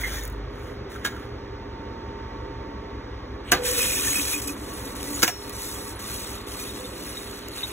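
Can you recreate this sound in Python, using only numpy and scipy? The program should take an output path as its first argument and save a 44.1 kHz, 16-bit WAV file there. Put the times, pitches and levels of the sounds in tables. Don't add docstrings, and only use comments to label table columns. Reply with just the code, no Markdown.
import sys
import numpy as np
from scipy import signal
from scipy.fft import rfft, irfft, next_fast_len
from scipy.io import wavfile
from scipy.ndimage import uniform_filter1d, map_coordinates

SR = 44100
rng = np.random.default_rng(int(sys.argv[2]) if len(sys.argv) > 2 else 0)


def output_pcm(signal):
    pcm = np.clip(np.atleast_2d(signal).T, -1, 1) * 32767
    wavfile.write(sys.argv[1], SR, np.round(pcm).astype(np.int16))


def magnitude_from_level(level_db):
    exponent = np.asarray(level_db, float) / 20
    return 10 ** exponent


N = 340447
LANDED_S = 4.5

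# t/s, peak level/dB, brightness/dB
OPEN = [
    (3.5185, -12.5, 12),
    (3.5215, -10.5, -11),
    (3.5245, -6, -11),
    (3.530, -15.5, 3),
    (3.536, -22.5, 5),
    (3.547, -31, 8),
    (3.571, -28, -6),
]
# t/s, peak level/dB, brightness/dB
SHUT = [
    (5.2212, -23, 12),
    (5.2288, -12, 10.5),
    (5.2331, -7, 6),
    (5.243, -17.5, 10.5),
]
# t/s, level/dB
NEAR = [(0, 0), (1.9, -1), (2.6, -0.5), (4.2, -1.5), (4.7, -3.5), (6.4, -4.5), (6.9, -6), (7.72, -8.5)]


def unit(x):
    return x / np.sqrt(np.mean(x ** 2) + 1e-20)


def along(points, hz):
    f, v = np.transpose(points)
    return np.interp(np.log(hz + 1), np.log(f + 1), v)


def curve(points, **ends):
    s, v = np.transpose(points)
    return np.interp(np.arange(N) / SR, s, v, **ends)


def ramp(start_s, rise_s):
    return np.clip((np.arange(N) / SR - start_s) / rise_s, 0, 1)


def wobble(rate):
    knots = rng.standard_normal(int(N * rate / SR) + 4)
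    return map_coordinates(knots, [np.arange(N) * rate / SR])


def noise():
    return rng.standard_normal(N)


def filtered(x, response):
    m = next_fast_len(N + SR // 2)
    return irfft(rfft(x, m) * response(np.fft.rfftfreq(m, 1 / SR)), m)[..., :N]


def coloured(x, spectrum):
    closed = [(spectrum[0][0] / 2, -120), *spectrum, (spectrum[-1][0] * 1.03, -120)]
    return unit(filtered(x, lambda hz: magnitude_from_level(along(closed, hz))))


def overlaid(when, rings):
    start = (when * N).astype(int)
    length = rings.shape[1]
    places = start[:, None] + np.arange(length)
    return np.bincount(places.ravel(), rings.ravel(), N + length)[:N]


def strikes(lo_hz, hi_hz, t60, scatter_db, tick_db, count):
    when, pitch, size = rng.random((count, 3)).T
    size = magnitude_from_level(-scatter_db * np.log(1 - size))
    t = np.arange(160) / SR
    fade = magnitude_from_level(-60 * t / t60) * np.hanning(2 * len(t))[len(t):]
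    hz = lo_hz + pitch * (hi_hz - lo_hz)
    rings = size[:, None] * fade * np.sin(2 * np.pi * hz[:, None] * t)
    clicks = np.bincount((when * N).astype(int), size * np.sign(pitch - .5), N)
    return unit(overlaid(when, rings)) + magnitude_from_level(tick_db) * unit(clicks)


def steel(modes, later_modes, t60, spread, count):
    when, which, size, off = rng.random((count, 4)).T
    pick = lambda table: np.array(table)[(which * len(table)).astype(int)].T
    hz, db = np.where(when * N < LANDED_S * SR, pick(modes), pick(later_modes))
    hz = hz * (1 + spread * (off - .5))
    t = np.arange(1700) / SR
    fade = magnitude_from_level(-60 * t / t60) * np.hanning(2 * len(t))[len(t):] * np.minimum(t / 0.00044, 1)
    strength = magnitude_from_level(db - 2.7 * np.log(1 - size))
    return unit(overlaid(when, strength[:, None] * fade * np.sin(2 * np.pi * hz[:, None] * t)))


def patchy(x, depth_db):
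    z = signal.stft(x, nperseg=512)[2]
    field = uniform_filter1d(rng.standard_normal(z.shape), size=2, axis=0)
    field = uniform_filter1d(field, size=14, axis=1)
    return signal.istft(z * magnitude_from_level(depth_db * unit(field)), nperseg=512)[1][:N]


def stream(power, bright, walls, later_walls, modes, later_modes, clump_db, ring_db):
    patter_db, wall_db = 10 * np.log10(power)
    clumps = .6 * clump_db * wobble(45) + 1.5 * clump_db * wobble(200)
    blur = lambda near, db: patchy(near + magnitude_from_level(db) * noise(), depth_db=1.5)
    patter = strikes(3120, 16000, t60=0.076, scatter_db=1.5, tick_db=10.5, count=20000)
    patter = magnitude_from_level(patter_db + 6.0 + clumps) * coloured(blur(patter, db=6.5), bright)
    rattle = strikes(690, 4930, t60=0.042, scatter_db=-0.2, tick_db=0.5, count=7000)
    rattle = blur(rattle, db=2)
    landed = np.arange(N) >= LANDED_S * SR
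    rattle = np.where(landed, coloured(rattle, later_walls), coloured(rattle, walls))
    ring = steel(modes, later_modes, t60=0.4, spread=0.027, count=2600)
    ring = magnitude_from_level((patter_db + wall_db) / 2 + ring_db) * ring
    return patter + magnitude_from_level(wall_db - 1.0 + clumps) * rattle + ring


def swells(rows, start_db, sag_db_s, fall_db_s):
    t, patter, wall = np.arange(N) / SR, 1e-12, 1e-12
    for s, rise, length, db, wall_db in rows:
        climb_db = start_db * (1 - ramp(s, rise))
        sag_db = sag_db_s * np.maximum(t - s - rise, 0)
        fall_db = fall_db_s * np.maximum(t - s - length, 0)
        power = magnitude_from_level(2 * (db + climb_db - sag_db - fall_db)) * ramp(s, 0.0034)
        patter = patter + power
        wall = wall + power * magnitude_from_level(2 * wall_db)
    return np.array([patter, wall])


def ticks(events, low_hz, t60, level_db):
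    out, t = np.zeros(N + SR), np.arange(SR // 100) / SR
    for s, db in events:
        click = magnitude_from_level(db + level_db - 60 * t / t60) * rng.standard_normal(len(t))
        out[round(s * SR):][:len(t)] += click
    return filtered(out[:N], lambda hz: (1j * hz / (low_hz + 1j * hz)) ** 3)


def drum_beans():
    # t/s, level/dB
    rush = [
        (3.636, -47),
        (3.655, -31),
        (3.74, -34.5),
        (3.82, -29),
        (3.9, -32.5),
        (4.2, -32),
        (4.26, -34.5),
        (4.33, -32.5),
        (4.41, -41.5),
    ]
    # start t/s, rise/s, length/s, patter level/dB, wall over patter/dB
    paddles = [
        (4.56, 0.24, 0.364, -46.5, -1),
        (4.95, 0.25, 0.34, -39.5, 0.5),
        (5.33, 0.12, 0.17, -51.5, 2),
        (5.52, 0.099, 0.4, -40.5, -3),
        (5.99, .11, 0.37, -40.5, 0.5),
        (6.465, 0.13, 0.446, -44, 2),
        (6.93, 0.15, 0.46, -45.5, 1.5),
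        (7.51, 0.058, .4, -46, 6),
    ]
    # start t/s, rise/s, length/s, patter level/dB, wall over patter/dB
    spits = [(3.44, 0.068, 0.051, -56, 20), (3.59, 0.043, .05, -43.5, 4), (4.39, .01, 0.14, -46.5, -2),
             (4.417, .003, 0.0087, -39.5, -6), (4.438, 0.0027, .01, -42.5, -3),
             (4.468, 0.0047, 0.023, -37.5, -5), (4.497, .004, 0.0085, -49, -4),
             (5.49, 0.0055, 0.0088, -47, 1), (6.29, .01, 0.012, -59, -6), (6.33, .02, 0.079, -55, 9),
             (6.464, .003, 0.034, -50, -8), (6.5, 0.018, 0.03, -45, -1), (6.59, 0.0092, .03, -45, -6),
             (7.485, 0.003, 0.0053, -60, 1), (7.53, 0.023, 0.16, -53.5, 10)]
    # start t/s, rise/s, length/s, patter level/dB, wall over patter/dB
    bed = [
        (4.42, .1, 4, -63, 11),
    ]
    # t/s, peak level/dB
    pelts = [(4.4184, -26), (4.4393, -30), (4.4752, -26), (4.9531, -32), (4.9681, -27), (4.9945, -41),
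             (5.03, -21), (5.0554, -34), (5.108, -37), (5.1337, -30), (5.4959, -26), (5.5298, -31),
             (5.667, -31), (5.9973, -36), (6.153, -30), (6.2971, -44), (6.367, -38), (6.6, -31),
             (7.01, -35), (7.39, -34), (7.4849, -26), (7.5418, -37)]
    # f/Hz, density/dB
    patter_colour = [(2500, -30), (4000, -3), (4600, -4), (5500, 0), (6400, 0), (7400, -1.5), (7950, 4),
                     (8650, 4), (9250, 0), (11000, 0), (12500, -3), (14000, -4), (15100, -4.5), (15700, -3)]
    # f/Hz, density/dB
    chute_rattle = [(600, -42), (1100, -15.5), (1800, -14), (2250, -10), (2490, -8), (2750, -10),
                    (3550, -8.5), (4200, -9.5), (5000, -49)]
    # f/Hz, density/dB
    drum_rattle = [(600, -26), (1150, -4), (1900, -9.5), (2500, -4.5), (3000, -5.5), (3600, -6),
                   (4200, 0.5), (5000, -8)]
    # f/Hz, level/dB
    chute_modes = [(1510, -8), (1790, -3), (2450, 4), (2520, 5), (3210, -4), (3420, -6), (5570, 0),
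                   (6370, 4), (6680, 2), (7830, 4), (8030, 5), (8500, 4), (10600, 0), (11100, 0)]
    # f/Hz, level/dB
    drum_modes = [(1950, -4), (2470, -3), (3300, -2), (3560, 2), (3700, 2), (3820, 0), (5530, -2),
                  (6000, -1), (6370, -3), (6900, -3), (7600, -1), (10200, 0), (10600, 2), (11800, 0)]
    flow = magnitude_from_level(2 * curve(rush, left=-120, right=-120)) * magnitude_from_level([[0], [-1]])
    flow = flow + swells(paddles, start_db=-8, sag_db_s=23.0, fall_db_s=344)
    flow = flow + swells(spits, start_db=-20, sag_db_s=18, fall_db_s=400)
    flow = flow + swells(bed, start_db=-10, sag_db_s=-2.0, fall_db_s=0)
    falling = stream(flow, patter_colour, chute_rattle, drum_rattle, chute_modes, drum_modes,
                     clump_db=0.66, ring_db=0)
    return falling + ticks(pelts, 2000, t60=0.0055, level_db=2)


def hopper_beans():
    # start t/s, rise/s, length/s, patter level/dB, hollow over patter/dB
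    pour = [
        (-.1, 0.077, 0.27, -43.5, 6),
        (.17, .01, 0.057, -51.5, 6),
        (.5, 0.099, 0.19, -62.5, 8.5),
        (.89, 0.012, 0.063, -58, 9),
        (1.0, 0.042, 0.048, -62, 19),
        (1.09, .02, 0.14, -64, 13),
    ]
    # t/s, peak level/dB
    strays = [(.0135, -30), (.0265, -35), (.0415, -37), (0.0665, -55), (.098, -37), (.1425, -40),
              (.1535, -39), (0.1794, -41), (.193, -37), (.1985, -38), (0.2094, -38), (0.2329, -43),
              (.2365, -28), (0.2464, -35), (0.2524, -29), (0.2584, -45), (0.2674, -43), (0.2773, -31),
              (0.2814, -42), (0.2997, -41), (0.3254, -44)]
    # f/Hz, density/dB
    spill = [(2300, -30), (3300, 1.5), (4500, -1.5), (6300, 0), (7400, -5), (8600, -2), (11000, -4),
             (13000, -5), (15750, -5)]
    # f/Hz, density/dB
    hollow = [(600, -11.5), (1200, -12.5), (1550, -4.5), (1900, -5.5), (2200, -11), (2600, -17.5),
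              (3600, -13)]
    # f/Hz, level/dB
    hopper_modes = [(1560, -4), (1800, -1), (1880, 0), (1960, -1), (2100, -4), (2290, -7), (3000, -9),
                    (3710, -10), (4180, -11), (6100, -11), (6500, -11), (7000, -14)]
    flow = swells(pour, start_db=-15, sag_db_s=0, fall_db_s=166)
    sliding = stream(flow, spill, hollow, hollow, hopper_modes, hopper_modes, clump_db=.9, ring_db=3.5)
    return sliding + ticks(strays, 7700, t60=0.0072, level_db=10)


def knocks(events, modes, crack_t60, crack_db, box_t60, box_db):
    # f/Hz, density/dB
    crack_colour = [(60, -44), (150, -9), (400, -10.5), (1500, -1.5), (3000, -4), (6000, -4),
                    (11000, -10.5), (16000, -9)]
    # f/Hz, density/dB
    box_colour = [(150, -1), (300, -7), (800, 0.5), (1800, -7.5), (3000, -10), (4500, -6), (7000, -40)]
    rings, cracks, wash = np.zeros((3, N + SR))
    t = np.arange(SR // 2) / SR
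    rise, slow_rise = 1 - np.exp(-t / 0.0003), 1 - np.exp(-t / 0.0039)
    for s, db, bright_db in events:
        span = slice(round(s * SR), round(s * SR) + len(t))
        for hz, level, t60 in modes:
            mode_db = db - 12.0 + level + 1.8 * rng.standard_normal()
            tone = np.sin(2 * np.pi * hz * t + rng.uniform(0, 9.7))
            rings[span] += magnitude_from_level(mode_db - 60 * t / t60) * rise * tone
        crack = magnitude_from_level(db + crack_db + bright_db - 60 * t / crack_t60) * rise
        cracks[span] += crack * rng.standard_normal(len(t))
        box = magnitude_from_level(db + box_db - 60 * t / box_t60) * slow_rise
        wash[span] += box * rng.standard_normal(len(t))
    cracks = filtered(cracks[:N], lambda hz: magnitude_from_level(along(crack_colour, hz)))
    wash = filtered(wash[:N], lambda hz: magnitude_from_level(along(box_colour, hz)))
    return rings[:N] + cracks + wash


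def lever():
    # t/s, peak level/dB, brightness/dB
    rebound = [
        (5.2695, -33, 12),
        (5.2778, -17.5, 11),
        (5.2815, -17, 1),
        (5.288, -22, 5),
        (5.294, -24, 7),
        (5.299, -21, -15),
    ]
    # f/Hz, level/dB, t60/s
    case_open = [(207, -3, 0.05), (284, -2, 0.1), (376, -3, 0.1), (500, -9, 0.1), (716, -2, 0.11),
                 (940, -7, .09), (1190, -8, 0.11), (1550, 7, 0.04), (1640, -5, .08), (2008, -7, 0.1),
                 (2740, -2, 0.03), (2966, -12, .06), (6140, -20, 0.05), (11300, -14, 0.034)]
    # f/Hz, level/dB, t60/s
    case_shut = [(220, -6, .06), (340, -3, .07), (480, -7, .06), (711, -9, .07), (930, -9, .05),
                 (1380, -5, .04), (1669, -2, .085), (2150, -1, .045), (2500, -5, .035), (3381, -11, .04),
                 (5800, -8, .05), (6298, -12, .06), (10300, -11, .025), (10900, -12, .025)]
    # f/Hz, level/dB, t60/s
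    case_rebound = [(500, -8, .07), (711, -3, .14), (1000, -8, .07), (1287, -6, .09), (1674, -3, .09),
                    (1997, -7, .07), (2347, -6, .07), (2902, -9, .05), (6358, -9, .05), (6665, -9, .05),
                    (7197, -10, .04)]
    opening = knocks(OPEN, case_open, crack_t60=0.037, crack_db=2.0, box_t60=0.2, box_db=-2.5)
    shutting = knocks(SHUT, case_shut, crack_t60=0.04, crack_db=-0.5, box_t60=.08, box_db=-7)
    swing = knocks(rebound, case_rebound, crack_t60=0.032, crack_db=-0.5, box_t60=0.12, box_db=-5)
    return opening + shutting + swing


def latch_spring():
    t = np.maximum(np.arange(N) / SR - 5.271, 0)
    return magnitude_from_level(-31 - 60 * t / .55) * np.sin(2 * np.pi * 5545 * t)


def tray():
    # t/s, peak level/dB, brightness/dB
    taps = [
        (1.047, -16, 0),
        (1.0505, -6.5, -8.5),
        (1.0593, -17, -2),
        (1.0714, -13.5, -10),
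        (1.0844, -35, -2),
    ]
    # f/Hz, level/dB, t60/s
    plastic = [(382, -6, .06), (1050, -10, .05), (1420, 0, .045), (1640, -1.5, .045), (2200, -8, .04),
               (3210, -8, .05), (3730, -9, .05), (4500, -12, .04), (5600, -16, .04)]
    # t/s, peak level/dB, brightness/dB
    nudge = [
        (.951, -33, -14),
        (.9595, -27, -18),
        (1.1244, -34, -20),
        (1.14, -36, -20),
        (1.1648, -33, -14),
    ]
    # f/Hz, level/dB, t60/s
    rim = [(1366, 10.5, 0.044), (1540, 2, 0.054)]
    # t/s, peak level/dB, brightness/dB
    lip = [
        (.214, -35, -20),
        (.234, -25, -20),
    ]
    # f/Hz, level/dB, t60/s
    lip_modes = [(6970, -2, 0.063), (6600, -11, .05)]
    put_down = knocks(taps, plastic, crack_t60=0.068, crack_db=-3.0, box_t60=0.13, box_db=-10)
    touches = knocks(nudge, rim, crack_t60=.03, crack_db=8, box_t60=.05, box_db=-30)
    clips = knocks(lip, lip_modes, crack_t60=.01, crack_db=0, box_t60=.02, box_db=-40)
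    return put_down + touches + clips


def motor():
    # t/s, turns/Hz
    shaft = [(0, 6.33), (.4, 6.3), (.9, 5.47), (1.6, 5.47), (2.3, 5.85), (2.75, 5.43), (3.2, 5.4),
             (4.3, 5.44), (5.5, 5.24), (7.72, 5.18)]
    multiples = [8, 11, 12, 13, 16, 19, 20, 21, 22]
    order_levels = [-46.5, -46, -51, -47, -50.5, -52.5, -54, -50.5, -66]
    # f/Hz, width/Hz, level/dB
    booms = [(50.2, 0.94, 12.5), (82.7, 3.7, -5.5), (99.8, 1, 6.5), (135, 5.7, -7)]
    # f/Hz, density/dB
    rumble = [(30, -26), (45, -9), (65, -20), (85, -4.5), (100, -10), (114, -1.5), (126, -11), (140, -18),
              (170, -34)]
    turns_hz = curve(shaft)
    angle = 2 * np.pi * np.cumsum(turns_hz) / SR
    hum = magnitude_from_level(-53.5) * coloured(noise(), rumble)
    for k, db in zip(multiples, order_levels):
        boom_db = sum(lift / (1 + ((k * turns_hz - hz) / width) ** 2) for hz, width, lift in booms)
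        phase = k * angle + 0.1 * wobble(6.7) + 6 * rng.random()
        hum = hum + magnitude_from_level(db + 5.5 + boom_db + 1.5 * wobble(3)) * np.sin(phase)
    return magnitude_from_level(curve(NEAR)) * hum


def steady_tone(hz, db, sway_db):
    angle = 2 * np.pi * np.cumsum(hz + 0.28 * wobble(5)) / SR
    return magnitude_from_level(db - 2 + sway_db * wobble(7)) * np.sin(angle)


def breathy_tone(hz, width_hz):
    return unit(filtered(noise(), lambda f: 1 / (1 + ((f - hz) / width_hz) ** 2)))


def fan():
    # f/Hz, density/dB
    fan_colour = [(71, -50), (120, -5), (131, -10), (145, -14), (210, -5), (247, -5.5), (291, -2.5),
                  (337, -6), (405, -3), (440, -10), (495, -6.5), (608, -14.5), (700, -18), (910, -81),
                  (1540, -120)]
    near_db = curve(NEAR)
    chute_open = ramp(OPEN[0][0], 0.25) - ramp(SHUT[1][0], 0.15)
    level_db = -40 + 0.12 * near_db + chute_open + .6 * wobble(3.1) + 0.88 * wobble(8)
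    blades = steady_tone(408, -42.5 + 0.13 * near_db, sway_db=1.5)
    return magnitude_from_level(level_db) * coloured(noise(), fan_colour) + blades


def air():
    # f/Hz, density/dB
    hiss_colour = [(450, -28), (600, -5), (850, 0), (1140, 1.5), (1400, -3.5), (2000, -5.5), (2600, -13),
                   (4000, -13), (6000, -21.5), (7300, -34), (8700, -39), (10000, -39), (15700, -38.5)]
    # f/Hz, width/Hz, level/dB
    duct = [(1123.5, 13, -54.5), (1946, 8.7, -62)]
    opens, shuts = OPEN[0][0], SHUT[1][0]
    air_db = -46 + 0.41 * curve(NEAR) + 3 * ramp(opens, 0.14)
    out = magnitude_from_level(air_db + 1.5 + 0.25 * wobble(3.9)) * coloured(noise(), hiss_colour)
    turn_db = 12 * (ramp(1.6, 0.72) - ramp(6.4, 0.81))
    for hz, width_hz, db in duct:
        out = out + magnitude_from_level(db + air_db + 35.5 + turn_db) * breathy_tone(hz, width_hz)
    draught_db = 13 * (ramp(opens, 0.53) - ramp(shuts, .05))
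    gulp_db = 16 * (ramp(opens, 0.026) - ramp(opens + 0.24, 0.27))
    low_pipe = magnitude_from_level(-55 + draught_db + 1.5 * wobble(5)) * breathy_tone(285, 15)
    high_pipe = magnitude_from_level(-54.5 + gulp_db + 4.8 * wobble(4.22)) * breathy_tone(495.0, 22.0)
    return out + low_pipe + high_pipe


def whine():
    # t/s, level/dB
    beam = [(0, -51.5), (1.2, -52), (1.75, -42), (2.6, -41), (3.3, -51), (3.95, -48), (4.5, -49),
            (5.5, -45.5), (6.4, -48.5), (6.75, -53.5), (7.72, -51.5)]
    return steady_tone(904.6, curve(beam), sway_db=.6) * magnitude_from_level([[-3], [3.5]])


def shell(x, t60, level_db):
    t = np.arange(SR // 4) / SR
    tail = rng.standard_normal(len(t)) * magnitude_from_level(-60 * t / t60)
    return x + magnitude_from_level(level_db) * signal.fftconvolve(x, tail / np.linalg.norm(tail))[:N]


def gain_control():
    # t/s, depth/dB
    ducks = [
        (3.53, -0.5),
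        (5.24, 4),
    ]
    in_s, hold_s, out_s = 0.059, 0.075, 0.1
    dip_db = sum(db * (ramp(s, in_s) - ramp(s + in_s + hold_s, out_s)) for s, db in ducks)
    return magnitude_from_level(-dip_db)


def ports(x):
    # f/Hz, correlation
    alike = [(60, 0.999), (150, .995), (300, 0.97), (700, 0.6), (1000, 0.12), (1400, 0.73), (2200, 0.76),
             (2900, 0.79), (3600, 0.8), (4400, 0.93), (5200, .93), (6500, .85), (12000, .85)]
    z = signal.stft(x, nperseg=512)[2]
    drift = uniform_filter1d(rng.standard_normal(z.shape), size=3, axis=0)
    drift = uniform_filter1d(drift, size=9, axis=1)
    other = signal.istft(z * np.exp(1j * np.pi * unit(drift)), nperseg=512)[1][:N]
    turn = lambda hz: np.arccos(np.clip(along(alike, hz), -1, 1)) / 2
    mid = filtered(x, lambda hz: np.cos(turn(hz)))
    side = filtered(other, lambda hz: np.sin(turn(hz)))
    return np.array([mid + side, mid - side])


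def scene():
    beans = drum_beans() + hopper_beans()
    hits = shell(tray() + lever(), 0.23, level_db=-11.0) + latch_spring()
    gain = gain_control()
    machine = gain * (motor() + fan() + air())
    return ports(beans + hits + machine) + gain * whine()


def thrifty(x):
    # f/Hz, share
    faint = [(1200, 0.069), (1900, 0.069), (4700, 0.36), (6900, 0.3), (9000, 0.46), (11100, 0.2),
             (13200, 0.44), (15400, .3)]
    hz, _, z = signal.stft(np.array([x[0] + x[1], x[0] - x[1]]) / 2, SR, nperseg=1024)
    band = (40 * np.log1p(hz / 4000)).astype(int)
    power = (band[:, None] == band) @ uniform_filter1d(abs(z) ** 2, size=3, axis=2)
    share = np.sqrt(abs(power) / (power.sum(0) + 1e-30))
    frames = z.shape[2]
    ragged = np.repeat(1 + 0.185 * rng.standard_normal(frames), 3)[:frames]
    edge = along(faint, hz)[:, None] * ragged
    total = power.sum((0, 1))
    sudden = total > magnitude_from_level(15) * uniform_filter1d(total, size=41)
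    edge = edge * np.where(sudden, .3, 1)
    z = z * np.where(share < edge, magnitude_from_level(-36), 1)
    mid, side = signal.istft(z, SR, nperseg=1024)[1][:, :N]
    return np.array([mid + side, mid - side])


def low_pass(x):
    return signal.sosfilt(signal.butter(12, 16990, fs=SR, output="sos"), x)


def record(dry):
    # f/Hz, level/dB
    lean = [(100, 0.5), (300, -0.5), (700, -3), (1200, -1), (2500, -3), (3300, 0.5)]
    # f/Hz, phase/rad
    lead = [(0, 0), (250, -.2), (500, -.6), (950, -1.3), (1150, .3), (2250, .05), (2550, 1.2), (3500, 1.7),
            (4700, 3.14), (17540, 21.99)]
    half = np.array([[.5], [-.5]])

    def phone(hz):
        band = np.interp(hz, [15680, 15900], [1, .012]) * hz ** 4 / (hz ** 4 + 33 ** 4)
        phase = np.interp(hz, *np.transpose(lead))
        return band * magnitude_from_level(half * along(lean, hz)) * np.exp(1j * half * phase)

    wide = filtered(dry, phone)
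    wide = wide / (1 + abs(wide / .95) ** 6) ** (1 / 6)
    return low_pass(thrifty(wide))


dry = scene()
out = record(dry)
output_pcm(out)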